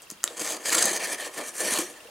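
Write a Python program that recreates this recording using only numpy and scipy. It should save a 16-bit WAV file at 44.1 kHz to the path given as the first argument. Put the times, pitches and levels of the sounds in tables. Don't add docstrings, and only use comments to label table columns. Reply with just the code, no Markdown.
import sys
import numpy as np
from scipy import signal
from scipy.fft import rfft, irfft, next_fast_len
from scipy.io import wavfile
from scipy.ndimage import uniform_filter1d, map_coordinates

SR = 44100
rng = np.random.default_rng(int(sys.argv[2]) if len(sys.argv) > 2 else 0)


def unload_audio(sound):
    columns = np.transpose(np.atleast_2d(sound))
    steps = np.round(np.clip(columns, -1, 1) * 32767)
    wavfile.write(sys.argv[1], SR, steps.astype(np.int16))


def volts(x):
    e = np.asarray(x, float) / 20
    return 10 ** e


N = 92610
T = np.arange(N) / SR


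def unit(x):
    return x / np.sqrt(np.mean(x ** 2) + 1e-20)


def along(points, hz):
    f, v = np.transpose(points)
    return np.interp(np.log(hz + 1), np.log(f + 1), v)


def wobble(rate):
    knots = rng.standard_normal(int(N * rate / SR) + 4)
    return map_coordinates(knots, [T * rate])


def filtered(x, response):
    m = next_fast_len(N + SR // 2)
    return irfft(rfft(x, m) * response(np.fft.rfftfreq(m, 1 / SR)), m)[..., :N]


def rings(x, body):
    def response(f):
        total = 0
        for k, (centre, width, db) in enumerate(body):
            resonance = 1j * f * width / (centre ** 2 - f ** 2 + 1j * f * width)
            total = total + (-1) ** k * volts(db) * resonance
        return total
    return filtered(x, response)


def recovery():
    return volts(np.interp(T, [1.85, 2.0], [0, 2.5]))


# pitch_hz, density_db (per Hz)
KITCHEN = [(20, -11.5), (110, -6), (200, -4.5), (400, -1), (1500, -2), (5000, -7.5), (10000, -12.5),
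           (16000, -15)]


def kitchen():
    noise = rng.standard_normal((2, N))
    hum = unit(filtered(noise, lambda hz: volts(along(KITCHEN, hz))))
    return volts(-54.5) * hum * recovery()


# pitch_hz, width_hz, length_s, level_db, every_second_turn_db
WHIR = [
    (9550, 200, .022, -64, 0),
    (3200, 130, .018, -63, 0),
    (2750, 300, .007, -52, -8),
]


def whir():
    turn_s, start_s = 1001 / 30000, .002
    turn, phase = np.divmod(T - start_s, turn_s)
    out = np.zeros(N)
    for hz, width, length, db, odd_db in WHIR:
        gate = np.sqrt(np.abs(np.sin(np.pi * np.clip(phase / length, 0, 1))))
        hiss = unit(rings(rng.standard_normal(N), [(hz, width, 0)]))
        rub = unit(np.sin(2 * np.pi * hz * T) + 0.52 * hiss)
        out += volts(db + odd_db * (turn % 2)) * gate * rub
    return out * recovery()


# pitch_hz, t60_s
WALLS = [(200, 0.5), (2000, 0.25), (10000, 0.09)]


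def walls(x):
    hz, t, z = signal.stft(rng.standard_normal((2, SR // 2)), SR, nperseg=256)
    decay = volts(-60 * t / along(WALLS, hz)[:, None])
    tail = signal.istft(z * decay, SR, nperseg=256)[1]
    delayed = np.pad(x, (200, 0))[None]
    return signal.fftconvolve(delayed, tail / np.linalg.norm(tail[0]), axes=1)[:, :N]


# start_s, level_db, pitch_hz, t60_s
BUMPS = [(0.021, -42.5, 480, 0.026), (0.119, -28.5, 284, 0.023), (0.238, -31, 344, 0.034),
         (0.273, -26.5, 470, 0.022), (0.305, -30.5, 490, 0.032), (0.413, -26.5, 304, 0.056),
         (0.829, -50, 439, 0.024), (0.864, -19, 550, 0.032), (0.909, -22.5, 356, 0.042),
         (1.129, -21, 437, 0.015), (1.787, -18.5, 320.5, 0.057), (1.814, -29, 357, 0.085),
         (2.047, -37, 636, 0.017), (2.052, -36.5, 472, 0.056), (2.083, -42, 570, 0.061),
         (.845, -31.5, 214, 0.065), (1.72, -32, 226, 0.055), (1.65, -37, 220, 0.057)]


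def bumps():
    out, t = np.zeros(N + SR), np.arange(SR // 5) / SR
    for s, db, hz, t60 in BUMPS:
        tone = np.sin(2 * np.pi * hz * t) + 0.26 * np.sin(2 * np.pi * 1.436 * hz * t)
        tone = tone * volts(-60 * t / abs(t60))
        table = .6 * (330 / hz) ** 3 * np.sin(2 * np.pi * 210 * t) * volts(-60 * t / .03)
        soft_onset = 1 - np.exp(-t / 0.0048)
        out[round(s * SR):][:len(t)] += volts(db + 5.5) * (tone + table) * soft_onset
    return out[:N]


# start_s, peak_db,
# pitch_hz, t60_s, handle_knock_db
TICKS = [(0.02, -31, 9380, 0.0092, -24), (0.1019, -21, 6600, 0.012, -19), (0.1021, -27, 11700, 0.006, -40),
         (0.1106, -33, 10400, 0.02, -12), (0.1123, -22, 8600, 0.014, -20), (0.2225, -44, 9100, 0.02, -10),
         (0.2326, -26, 6510, 0.025, -3), (0.2398, -2, 7530, 0.014, -13), (.2399, -15, 10300, .012, -30),
         (.24, -20, 3000, .012, -30), (0.2478, -28, 9100, 0.015, -25), (0.2763, -18, 3700, 0.015, -6),
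         (0.2766, -26, 9350, 0.012, -30), (0.2762, -25, 6500, .01, -30), (0.3685, -30, 7000, .02, -3),
         (0.3948, -24, 6500, .02, -2), (0.4017, -18, 7900, 0.006, -12), (0.7028, -15, 4400, 0.008, -27),
         (.7029, -17, 8500, .004, -30), (0.7302, -8, 8100, 0.004, -33), (0.8428, -14, 6000, 0.012, -15),
         (0.8552, -4, 8800, 0.004, -28), (1.0728, -17, 9300, 0.006, -20), (1.7864, -15, 10200, 0.012, -8),
         (2.0045, -42, 2750, .01, -30), (2.0478, -44, 900, .006, -10), (2.0722, -44, 3000, .004, -30)]


def ticks():
    crack_t60_s, ring_t60_s = .0016, .003
    span = 1.5
    out, t = np.zeros(N + SR), np.arange(SR // 10) / SR
    for s, db, hz, t60, knock_db in TICKS:
        envelope = volts(-60 * t / crack_t60_s) + .25 * volts(-60 * t / abs(t60))
        burst = rng.standard_normal(len(t)) * envelope
        burst[0] = 3
        band = signal.butter(2, [hz / span, hz * span], "band", fs=SR)
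        crack = signal.lfilter(*band, burst) + .06 * np.diff(burst, prepend=0)
        ring = np.sin(2 * np.pi * hz * t) * volts(-60 * t * hz / 7500 / ring_t60_s)
        crack = crack / np.abs(crack).max() + 1.5 * ring
        plastic = np.sin(2 * np.pi * 1450 * t) + np.sin(2 * np.pi * 1850 * t)
        knock = volts(knock_db - 60 * t / 0.009) * plastic * (1 - np.exp(-t / 0.0008))
        tick = crack / np.abs(crack).max() + knock
        out[round((s + .0006) * SR):][:len(t)] += volts(min(db, -1.2)) * tick
    return out[:N]


def fibres():
    snaps_per_s, spread_db, rub = 4000, 3.4, 1.1
    hit = rng.random(N) < snaps_per_s / SR
    size_db = spread_db * np.minimum(rng.exponential(size=N), 4)
    snaps = hit * rng.choice([-1, 1], N) * volts(size_db)
    return unit(snaps) + rub * rng.standard_normal(N)


def patchy(x):
    z = signal.stft(x, nperseg=256)[2]
    field = uniform_filter1d(rng.standard_normal(z.shape), size=4, axis=0)
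    field = uniform_filter1d(field, size=14, axis=1)
    return signal.istft(z * volts(2.2 * unit(field)), nperseg=256)[1][:N]


def driven(drive, snaps, body):
    return rings(drive, body) / np.std(rings(snaps, body))


# time_s, length_s, swell_db
CATCHES = [(.707, .008, -3), (.729, .016, 9), (.751, .013, 11), (.764, .007, -4), (.771, .006, 4),
           (.786, .014, 8), (.802, .009, -4), (.813, .01, 4), (.826, .009, 11.5), (.836, .008, -4),
           (.845, .005, 4), (.858, .008, 4), (.925, .008, -6), (1.04, .03, 3), (1.13, .015, 4),
           (1.38, .015, 3), (.965, .012, 3), (1.24, .01, -4), (1.591, .006, -4), (1.612, .016, 3),
           (1.624, .007, -5), (1.648, .014, 3), (1.673, .012, 3), (1.697, .01, -4), (1.708, .012, 3),
           (1.73, .03, 6.5), (1.749, .009, -4), (1.762, .009, 4), (1.776, .007, 4), (1.783, .004, -6),
           (1.790, .012, 4.5), (.415, .008, 4), (.409, .005, -4), (1.815, .008, 2)]


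def catches():
    return volts(sum(db * np.exp(-(2 * (T - at) / length) ** 2) for at, length, db in CATCHES))


# start_s, end_s, start_drag_db, end_drag_db, tilt_db (steep is bright)
STROKES = [(.02, .04, -52, -56, 5), (.098, .121, -46, -46, 5), (.243, .325, -42, -46, 0),
           (.369, .377, -33, -35, 1), (.394, .53, -32, -29, 1.5), (.53, .568, -33, -38, 1),
           (.603, .648, -46, -40, 1), (.647, .656, -35, -29, 0), (.656, .86, -27.5, -26, 1),
           (.86, .974, -26, -30, -1), (.995, 1.06, -33, -30, -2), (1.07, 1.145, -34, -30, -2),
           (1.175, 1.2, -42, -34, -2), (1.2, 1.275, -34, -35, -2), (1.328, 1.355, -43, -41, 2),
           (1.355, 1.375, -41, -34, -2), (1.375, 1.42, -34, -36, -3), (1.43, 1.46, -40, -42, 0),
           (1.46, 1.48, -42, -35, 1.5), (1.48, 1.495, -35, -38, 1.5), (1.535, 1.56, -46, -37, 2.5),
           (1.56, 1.601, -37, -31, 2), (1.601, 1.818, -29.5, -29, .3), (1.818, 1.94, -35, -51, 2),
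           (1.94, 2.1, -51, -66, -3)]


def pushes():
    attack_s, release_db_per_s = .004, 750
    drags = []
    for s, end, db0, db1, _ in STROKES:
        level_db = np.interp(T, [s, end], [db0, db1]) - release_db_per_s * np.maximum(T - end, 0)
        drags.append(np.clip((T - s) / attack_s + .5, 0, 1) * volts(level_db))
    drags = np.maximum(np.array(drags), volts(-48.5) * (T > .33) * (T < 1.82))
    strongest = drags == drags.max(0)
    tilt = volts(np.transpose(STROKES)[4])[:, None]
    return [(weight * drags).sum(0, where=strongest) / strongest.sum(0) for weight in (1, tilt, 1 / tilt)]


# pitch_hz, width_hz, level_db
BOX = [(188, 18, -18), (330, 88, -1.5), (477.5, 37, 3.5), (588, 62, 2.5), (765, 173, -4.5), (1060, 173, -5),
       (1258, 34, -10.5)]


def box(dull, catch, snaps):
    lag_s, follows = .025, 0.75
    slow = np.abs(uniform_filter1d(dull * catch ** -.6, size=int(lag_s * SR) + 1))
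    level = volts(-26.5 + 1.5 * wobble(30.17)) * (slow / volts(-27.5)) ** follows
    return volts(-9.5) * driven(fibres() * level, snaps, BOX)


# pitch_hz, density_db (per Hz)
TAPE = [(88, -66), (150, -7), (589, -8.5), (1420, -6), (1790, -7), (2100, -5), (5460, -11), (7770, -4),
        (16000, -23)]


def tape(flat, catch):
    tear = unit(filtered(fibres(), lambda hz: volts(along(TAPE, hz))))
    return volts(-5.5) * flat * catch ** (.9 - 1) * tear


# pitch_hz, width_hz, level_db
HANDLE = [(1727, 130, 1), (1838, 146, 1), (2322, 112, -4), (3174, 135, -7.5), (4400, 120, -10)]


def handle(dull, catch, snaps):
    return volts(-8) * driven(snaps * dull * catch ** (0.53 - 1), snaps, HANDLE)


# pitch_hz, width_hz, level_db
EDGE_NEAR = [(4714, 186, -0.5), (6350, 300, 3), (7620, 380, -3), (8260, 99, -10), (8080, 580, -2),
             (9470, 680, -2.5), (10290, 1070, -5), (12600, 1200, -19.5)]
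# pitch_hz, width_hz, level_db
EDGE_FAR = [(4270, 330, -7), (5930, 390, 5), (6750, 520, 3.5), (7530, 670, 2.5), (8980, 470, 6),
            (9760, 490, 5.5), (11600, 1200, -3.5)]


def edge(bright, snaps):
    far = np.clip((T - .9) / (1.4 - .9), 0, 1)
    near_ring = driven(snaps * bright * np.sqrt(1 - far), snaps, EDGE_NEAR)
    far_ring = driven(snaps * bright * np.sqrt(far), snaps, EDGE_FAR)
    return volts(-4.5) * (near_ring + far_ring)


def cut():
    shake = volts(.4 * wobble(59.5) + 1.6 * wobble(250))
    catch = catches()
    flat, bright, dull = (shake * catch * drag for drag in pushes())
    snaps = fibres()
    knife = edge(bright, snaps) + handle(dull, catch, snaps) + tape(flat, catch)
    return patchy(knife) + patchy(box(dull, catch, snaps))


# pitch_hz, side_over_mid_db
APART = [(60, -17), (180, -69), (550, -28.5), (1650, -29), (4970, -22), (15000, -31)]


def scene():
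    mic_low_hz, left_db = 139, 0.21
    near = cut() + ticks() + bumps()
    near = filtered(near, lambda hz: (1j * hz / (mic_low_hz + 1j * hz)) ** 3)
    wet = walls(near)
    hum = kitchen()
    mid = near + volts(-13.5) * wet[0] + hum[0] + whir()
    side = filtered(2.4 * wet[1] + .5 * np.roll(near, 9), lambda hz: volts(along(APART, hz)))
    side = side + volts(-2) * filtered(hum[1], lambda hz: (hz + 40) / (hz + 300))
    return np.array([volts(left_db) * mid + side, volts(-left_db) * mid - side])


def low_pass(x):
    return signal.sosfilt(signal.butter(12, 16970, fs=SR, output="sos"), x)


def record(dry):
    top_hz = 15850
    mix = filtered(dry, lambda hz: np.where(hz < top_hz, 1, volts(-45)) * (hz < top_hz + 750))
    return low_pass(mix)


dry = scene()
out = record(dry)
unload_audio(out)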